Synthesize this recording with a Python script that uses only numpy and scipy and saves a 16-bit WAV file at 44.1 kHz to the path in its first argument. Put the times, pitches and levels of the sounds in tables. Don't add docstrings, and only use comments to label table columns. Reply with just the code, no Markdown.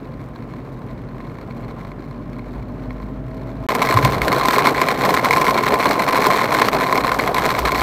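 import sys
import numpy as np
from scipy import signal
from scipy.fft import rfft, irfft
from scipy.io import wavfile
from scipy.ndimage import uniform_filter1d

SR = 44100
rng = np.random.default_rng(int(sys.argv[2]) if len(sys.argv) > 2 else 0)


def pcm_store(signal):
    levels = np.round(np.clip(np.atleast_2d(signal), -1, 1) * 32767)
    wavfile.write(sys.argv[1], SR, levels.astype(np.int16).T)


N = 344862
TIME = np.arange(N) / SR
CUT_START_S, CUT_END_S = 3.666, 3.687

# frequency in Hz, relative density in dB.
CRACK_SPECTRUM = [(300, -20.5), (800, -5), (1250, 2), (1500, 0.5), (1800, -0.5), (2150, 0.5), (2420, -7),
                  (2780, -16), (3700, -11), (4270, -6.5), (4750, -22), (5300, -22), (7000, -28.5),
                  (15000, -52)]
SPRAY_SPECTRUM = [(2000, 7), (5000, 4), (6000, 2), (6700, -1.5), (8000, 0), (9600, -5.5), (11800, -2.5),
                  (13300, 1.5), (14500, -2.5), (15800, -15)]
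# frequency in Hz, gain in dB, 60 dB decay in seconds.
PANE_MODES = [(2186, -3.5, 0.02), (2295, -3.5, 0.013), (4235, -10, 0.011)]
HOUSING_MODES = [(1036.4, 3, 0.053), (1090, -4, 0.027), (926, -9, 0.022)]

def windscreen(big, rain_db, spray_db, patter_db):
    big_crack, big_ring, big_tick, big_spray = big
    small = from_db(rain_db) * shower(per_s=230, spread_db=9.5, max_sigma=1.26)
    droplets = from_db(rain_db) * shower(per_s=720, spread_db=8, max_sigma=2.6)
    blows = from_db(-3) * small + from_db(-14.5) * droplets + from_db(6.5) * big_crack
    crack = colour(scatter(blows, t60=0.015, cabin_db=-4, cabin_t60=0.053), CRACK_SPECTRUM)
    fine_spray = from_db(spray_db) * (from_db(-16.5) * small + from_db(-15.5) * droplets)
    spray = fine_spray + from_db(24) * big_spray
    splash = colour(scatter(spray, t60=0.01, cabin_db=0.5, cabin_t60=0.035), SPRAY_SPECTRUM)
    tick = struck(from_db(-20.5) * small + from_db(5.5) * big_tick, PANE_MODES, swell_t60=0.0039)
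    patter = from_db(rain_db + patter_db) * shower(per_s=900, spread_db=3, max_sigma=2.4)
    housing_blows = from_db(-23) * small + patter + from_db(1.5) * big_ring
    return crack + splash + tick + struck(housing_blows, HOUSING_MODES, swell_t60=0.0062)


# start in seconds, strength in dB, then ring, tick and spray in dB above it.
BIGGEST_DROPS = [(0.3596, -24.5, -9, -18, -39), (0.5372, -26, -10, -19, -36), (1.2036, -25, -9, -16, -39),
                 (1.2517, -31, -9, -15, -33), (1.3854, -28, -5, -16, -33), (1.4127, -23.5, -12, -17, -37),
                 (1.509, -27.5, -21, -5, -35), (1.708, -27, -9, -19, -34), (1.849, -26, -14, -20, -39),
                 (1.917, -26.5, -13, -8, -34), (2.1104, -30, -10, -18, -29), (2.3315, -27.5, -15, -9, -31),
                 (2.393, -34, -18, 2.5, -35), (2.9065, -25, -8, -9, -34), (3.0003, -28.5, -8, -14, -35),
                 (3.688, -5.5, -17, -14, -23.5), (3.7506, -8, -5, -11, -18),
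                 (3.8193, -2.5, -8.5, -10.5, -26), (3.8254, -6, -10, -15, -23),
                 (3.9404, -4.5, -11, -25, -23.5), (3.9718, -1.5, -5.5, -26, -25.5),
                 (4.0488, 2.5, -12, -18, -24.5), (4.2174, -3.5, -21, -8.5, -26),
                 (4.2808, 0.5, -17, -27, -27.5), (4.3276, -5.5, -15, -13, -22), (4.3783, -14, -7, -20, -28),
                 (4.4509, -4.5, -7.5, -15, -37), (4.4847, 2.5, -16.5, -24, -27),
                 (4.583, -2.5, -6, -21, -22.5), (4.6537, -8.5, -11, -17, -23), (4.67, 0, -9, -14, -25),
                 (4.8155, 1.5, -12.5, -16, -26.5), (4.8855, -6, -8, -11, -21), (5.036, -9.5, -17, -6, -28),
                 (5.0906, -3.5, -15, -20, -34), (5.1402, -2, -5.5, -24, -23.5),
                 (5.3084, -0.5, -10.5, -3.5, -26), (5.335, -6, -11, -6.5, -33), (5.3702, -3, -5, -23, -24),
                 (5.4201, -10, -8, -11, -32), (5.4826, -8, 0.5, -16, -38), (5.5082, -3.5, -6, -19, -26),
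                 (5.7098, -14, -6, -15, -26), (5.797, -5, -11, -17, -35), (5.8562, -1.5, -5, -18, -25),
                 (5.9095, -2, -15, -12, -25), (6.0875, -4, -6.5, -14, -23), (6.1753, -3.5, -5, -24, -34),
                 (6.2228, -3.5, -13, -10, -32), (6.2673, -1, -4.5, -20, -21), (6.3035, -3, -9, -15, -28),
                 (6.324, -7, -13, -18, -34), (6.5236, -3.5, -8, -18, -29), (6.6189, 3, -13.5, -21, -30),
                 (6.685, 3, -23, -18, -29.5), (6.7308, -3, -17, -15, -29), (6.8957, -11, -6, -14, -27),
                 (6.9257, -1, -8, -18, -29), (6.9552, -6, -9, -9, -25), (6.977, -1, -12.5, -13, -30),
                 (7.0464, -9.5, -8, -17, -33), (7.117, -1.5, -11, -20, -31), (7.198, -8.5, -11, -2.5, -39),
                 (7.2754, -6.5, -16, -15, -25), (7.3446, -6, -10.5, -19, -19.5), (7.366, -8, -8, -8, -32),
                 (7.4549, -6, -7, -19, -22), (7.4621, -8, -5, -17, -20), (7.5909, -8.5, -9, -21, -16.5),
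                 (7.7196, -7.5, -14, -6, -20)]

def big_drops(rain_db):
    start_s, strength_db, *colour_db = np.vstack([middling_drops(rain_db), BIGGEST_DROPS]).T
    blows = np.zeros((4, N))
    blows[:, np.round(start_s * SR).astype(int)] = from_db([strength_db + db for db in (0, *colour_db)])
    return blows


def middling_drops(rain_db, per_s=20, above_rain_db=11.5):
    chance = rng.standard_normal((400, 5))
    start_s = (np.arange(len(chance)) + chance[:, 0] / 3) / per_s
    strength_db = np.interp(start_s, TIME, rain_db) + above_rain_db + np.clip(chance[:, 1], -2, 1)
    colour_db = [-11, -15.5, -25] + 5 * np.clip(chance[:, 2:], -2, 1)
    return np.column_stack([start_s, strength_db, colour_db])[(start_s > 0) & (start_s < TIME[-1])]


# time in seconds, strength in dB.
RAIN_TREND = [(0, -53.5), (.4, -50.5), (1.0, -52), (1.25, -49.5), (1.7, -50), (2.0, -52), (3.25, -53),
              (3.66, -48), (3.69, -24.5), (4.6, -22.5), (5.35, -20.5), (5.75, -21.5), (6.35, -21.5),
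              (7.25, -25), (7.82, -22.5)]
# centre in seconds, half length in seconds, depth in dB.
RAIN_LULLS = [(4.203, 0.019, 15), (4.762, 0.026, 4.5), (4.872, 0.0098, 7), (4.965, .035, 8),
              (5.216, 0.024, 9), (6.479, 0.019, 12), (6.703, 0.015, 17), (7.021, 0.011, 12)]

def rainfall():
    trend_db, = in_time(RAIN_TREND)
    surge_db = 2.05 * drift(per_s=26)
    lull_db = sum(depth_db * np.exp(-((TIME - s) / half_s) ** 2) for s, half_s, depth_db in RAIN_LULLS)
    return trend_db + surge_db - lull_db


# frequency in Hz, relative density in dB.
ROOF_SPECTRUM = [(70, -39), (140, -5), (200, -2.5), (275, 1), (325, -2), (425, 3), (560, -1), (660, 1.5),
                 (900, -3), (1300, -10.5), (2500, -24.5), (6000, -44)]
# start in seconds, strength in dB.
DULL_KNOCKS = [(2.555, -11), (4.31, 2), (4.68, 7), (5.04, 9), (5.722, 9.5), (5.86, 9), (6.134, 6.5),
               (6.19, 5), (6.745, 10.5), (7.29, 5), (7.454, 6)]

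def roof(big_blows, roof_db):
    drops = shower(per_s=900, spread_db=5, max_sigma=1.8)
    start_s, knock_db = np.transpose(DULL_KNOCKS)
    knocks = np.zeros(N)
    knocks[np.round(start_s * SR).astype(int)] = from_db(knock_db)
    blows = from_db(roof_db - 1) * drops + from_db(2.5) * big_blows
    drumming = scatter(blows, t60=0.02, cabin_db=-2.5, cabin_t60=0.062)
    return colour(drumming + scatter(knocks, t60=0.087, cabin_db=1, cabin_t60=0.15), ROOF_SPECTRUM)


# centre in seconds, envelope peak in dB, frequency in Hz, half length in seconds.
WHEEL_JOLTS = [(1.302, -36, 55, .03), (2.584, -30, 60, 0.055), (3.963, -9.5, 112, 0.015),
               (4.048, -9, 123, 0.013), (4.169, -14, 105, 0.0045), (4.245, -23, 58.4, 0.046),
               (7.63, -23.5, 58, 0.057)]

def bumps():
    return sum(from_db(db) * np.exp(-((TIME - s) / half_s) ** 2) * np.sin(2 * np.pi * hz * (TIME - s))
               for s, db, hz, half_s in WHEEL_JOLTS)


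# time in seconds, cabin rumble in dB, body shake in dB.
ROAD_LEVELS = [(0, -33, -42), (2.0, -32.5, -49), (3.66, -30.5, -44), (3.69, -32.5, -46), (5.0, -31, -44),
               (6.7, -33, -45), (7.82, -32.5, -34)]
# frequency in Hz, relative density in dB.
RUMBLE_SPECTRUM = [(40, -26), (78, -19), (100, -2), (130, 5.5), (160, -3), (200, -5), (275, -1.5),
                   (325, -8), (460, -11), (640, -14.5), (750, -20), (1200, -23.5), (2300, -34), (2900, -41),
                   (9000, -61)]
SHAKE_SPECTRUM = [(12, -14), (22, -11), (33, -13), (45, -6), (58, 6), (78, -7), (120, -26), (400, -59)]

def road(settle_s=0.14):
    rumble_db, shake_db = in_time(ROAD_LEVELS)
    jolt = sum(from_db(db) * (TIME > s) * np.exp(-np.abs(TIME - s) / settle_s)
               for s, db, _, _ in WHEEL_JOLTS)
    rumble = np.hypot(from_db(rumble_db + drift(per_s=9)), from_db(-16.5) * jolt)
    shake = np.hypot(from_db(shake_db), from_db(-22) * jolt)
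    return rumble * colour(noise(), RUMBLE_SPECTRUM) + shake * colour(noise(), SHAKE_SPECTRUM)


# time in seconds, firing rate in Hz, hum level in dB.
ENGINE_COURSE = [(0, 45.95, -45.5), (1.8, 46.78, -38), (2.5, 48.8, -35), (3.66, 52.5, -33.5),
                 (3.69, 53.9, -49), (5.5, 55.34, -47), (6.8, 56.1, -48), (7.82, 57.8, -42)]
# multiple of the firing rate, relative level in dB.
ENGINE_ORDERS = [(1, -1), (2, -12), (3, -17), (4, -9.5), (5, -4)]

def engine():
    firing_hz, hum_db = in_time(ENGINE_COURSE)
    phase = 2 * np.pi * np.cumsum(firing_hz * (1 + 0.0035 * drift(per_s=14))) / SR
    return np.sqrt(2) * sum(from_db(hum_db + db + 2.5 * drift(per_s=11)) * np.sin(round(order) * phase)
                            for order, db in ENGINE_ORDERS)


# time in seconds, level in dB.
WHINE_LEVELS = [(0, -63), (1.2, -59), (2.2, -47), (3.1, -46.5), (3.66, -41), (3.69, -80)]

def gear_whine(order=12.48):
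    firing_hz, _ = in_time(ENGINE_COURSE)
    level_db, = in_time(WHINE_LEVELS)
    waver_db = 1.8 * drift(per_s=16)
    phase = 2 * np.pi * np.cumsum(order * firing_hz) / SR + 0.55 * drift(per_s=40)
    return np.sqrt(2) * from_db(level_db + waver_db) * np.sin(phase)


def shower(per_s, spread_db, max_sigma):
    lands = rng.random(N) < per_s / SR
    clicks = lands * from_db(spread_db * np.minimum(noise(), max_sigma)) * np.sign(noise())
    return clicks / np.sqrt(np.mean(clicks ** 2) + 1e-20)


def scatter(clicks, t60, cabin_db, cabin_t60):
    energy = 0
    for kept, share in ((decay(t60) ** 2, 1), (decay(cabin_t60) ** 2, from_db(cabin_db) ** 2)):
        energy += share * signal.lfilter([1 - kept], [1, -kept], clicks ** 2 + 1e-18)
    return np.sqrt(energy) * np.sign(noise())


def struck(clicks, modes, swell_t60, spread_db=1.5):
    ringing = 0
    for hz, db, t60 in modes:
        blows = clicks * from_db(db + spread_db * np.clip(noise(), -2, 1))
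        ringing += ring(blows, hz, t60) - ring(blows, hz, swell_t60)
    return ringing


def ring(clicks, hz, t60):
    kept, step = decay(t60), 2 * np.pi * hz / SR
    return signal.lfilter([0, np.sin(step)], [1, -2 * kept * np.cos(step), kept * kept], clicks + 1e-18)


def colour(x, spectrum, size=8192):
    hz, db = np.transpose(spectrum)
    grid_hz = np.maximum(np.arange(size // 2 + 1) * SR / size, 1)
    gain = from_db(np.interp(np.log(grid_hz), np.log(hz), db))
    cepstrum = irfft(np.log(gain))
    cepstrum[1:size // 2] *= 2
    cepstrum[size // 2 + 1:] = 0
    response = irfft(np.exp(rfft(cepstrum)))
    return signal.oaconvolve(x, response / np.linalg.norm(response))[:N]


def decay(t60):
    return np.exp(-np.log(1000) / (t60 * SR))


def drift(per_s):
    knots = rng.standard_normal(2000)
    return np.interp(TIME * per_s, np.arange(len(knots)), knots)


def in_time(rows):
    times_s, *columns = np.transpose(rows)
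    return np.array([np.interp(TIME, times_s, column) for column in columns])


def noise():
    return rng.standard_normal(N)


def from_db(db):
    return 10 ** (np.asarray(db) / 20)


def scene():
    fast = TIME > CUT_START_S
    rain_db = rainfall()
    big = big_drops(rain_db)
    glass = windscreen(big, rain_db - 1.2, spray_db=np.where(fast, 0, -3),
                       patter_db=np.where(fast, -26, -19.5))
    roof_db = np.where(fast, 0.36 * rain_db - 14, rain_db + 5.5)
    return (glass + roof(big[0], roof_db) + road() + engine() + gear_whine() + bumps())[None]


def record(dry, cutoff_hz=15750):
    gate = uniform_filter1d(1.0 * ((TIME < CUT_START_S) | (TIME > CUT_END_S)), size=32)
    low_pass = signal.ellip(10, 0.1, 80, cutoff_hz, fs=SR, output="sos")
    return signal.sosfilt(low_pass, np.clip(dry * gate, -1, 1))


dry = scene()
out = record(dry)
pcm_store(out)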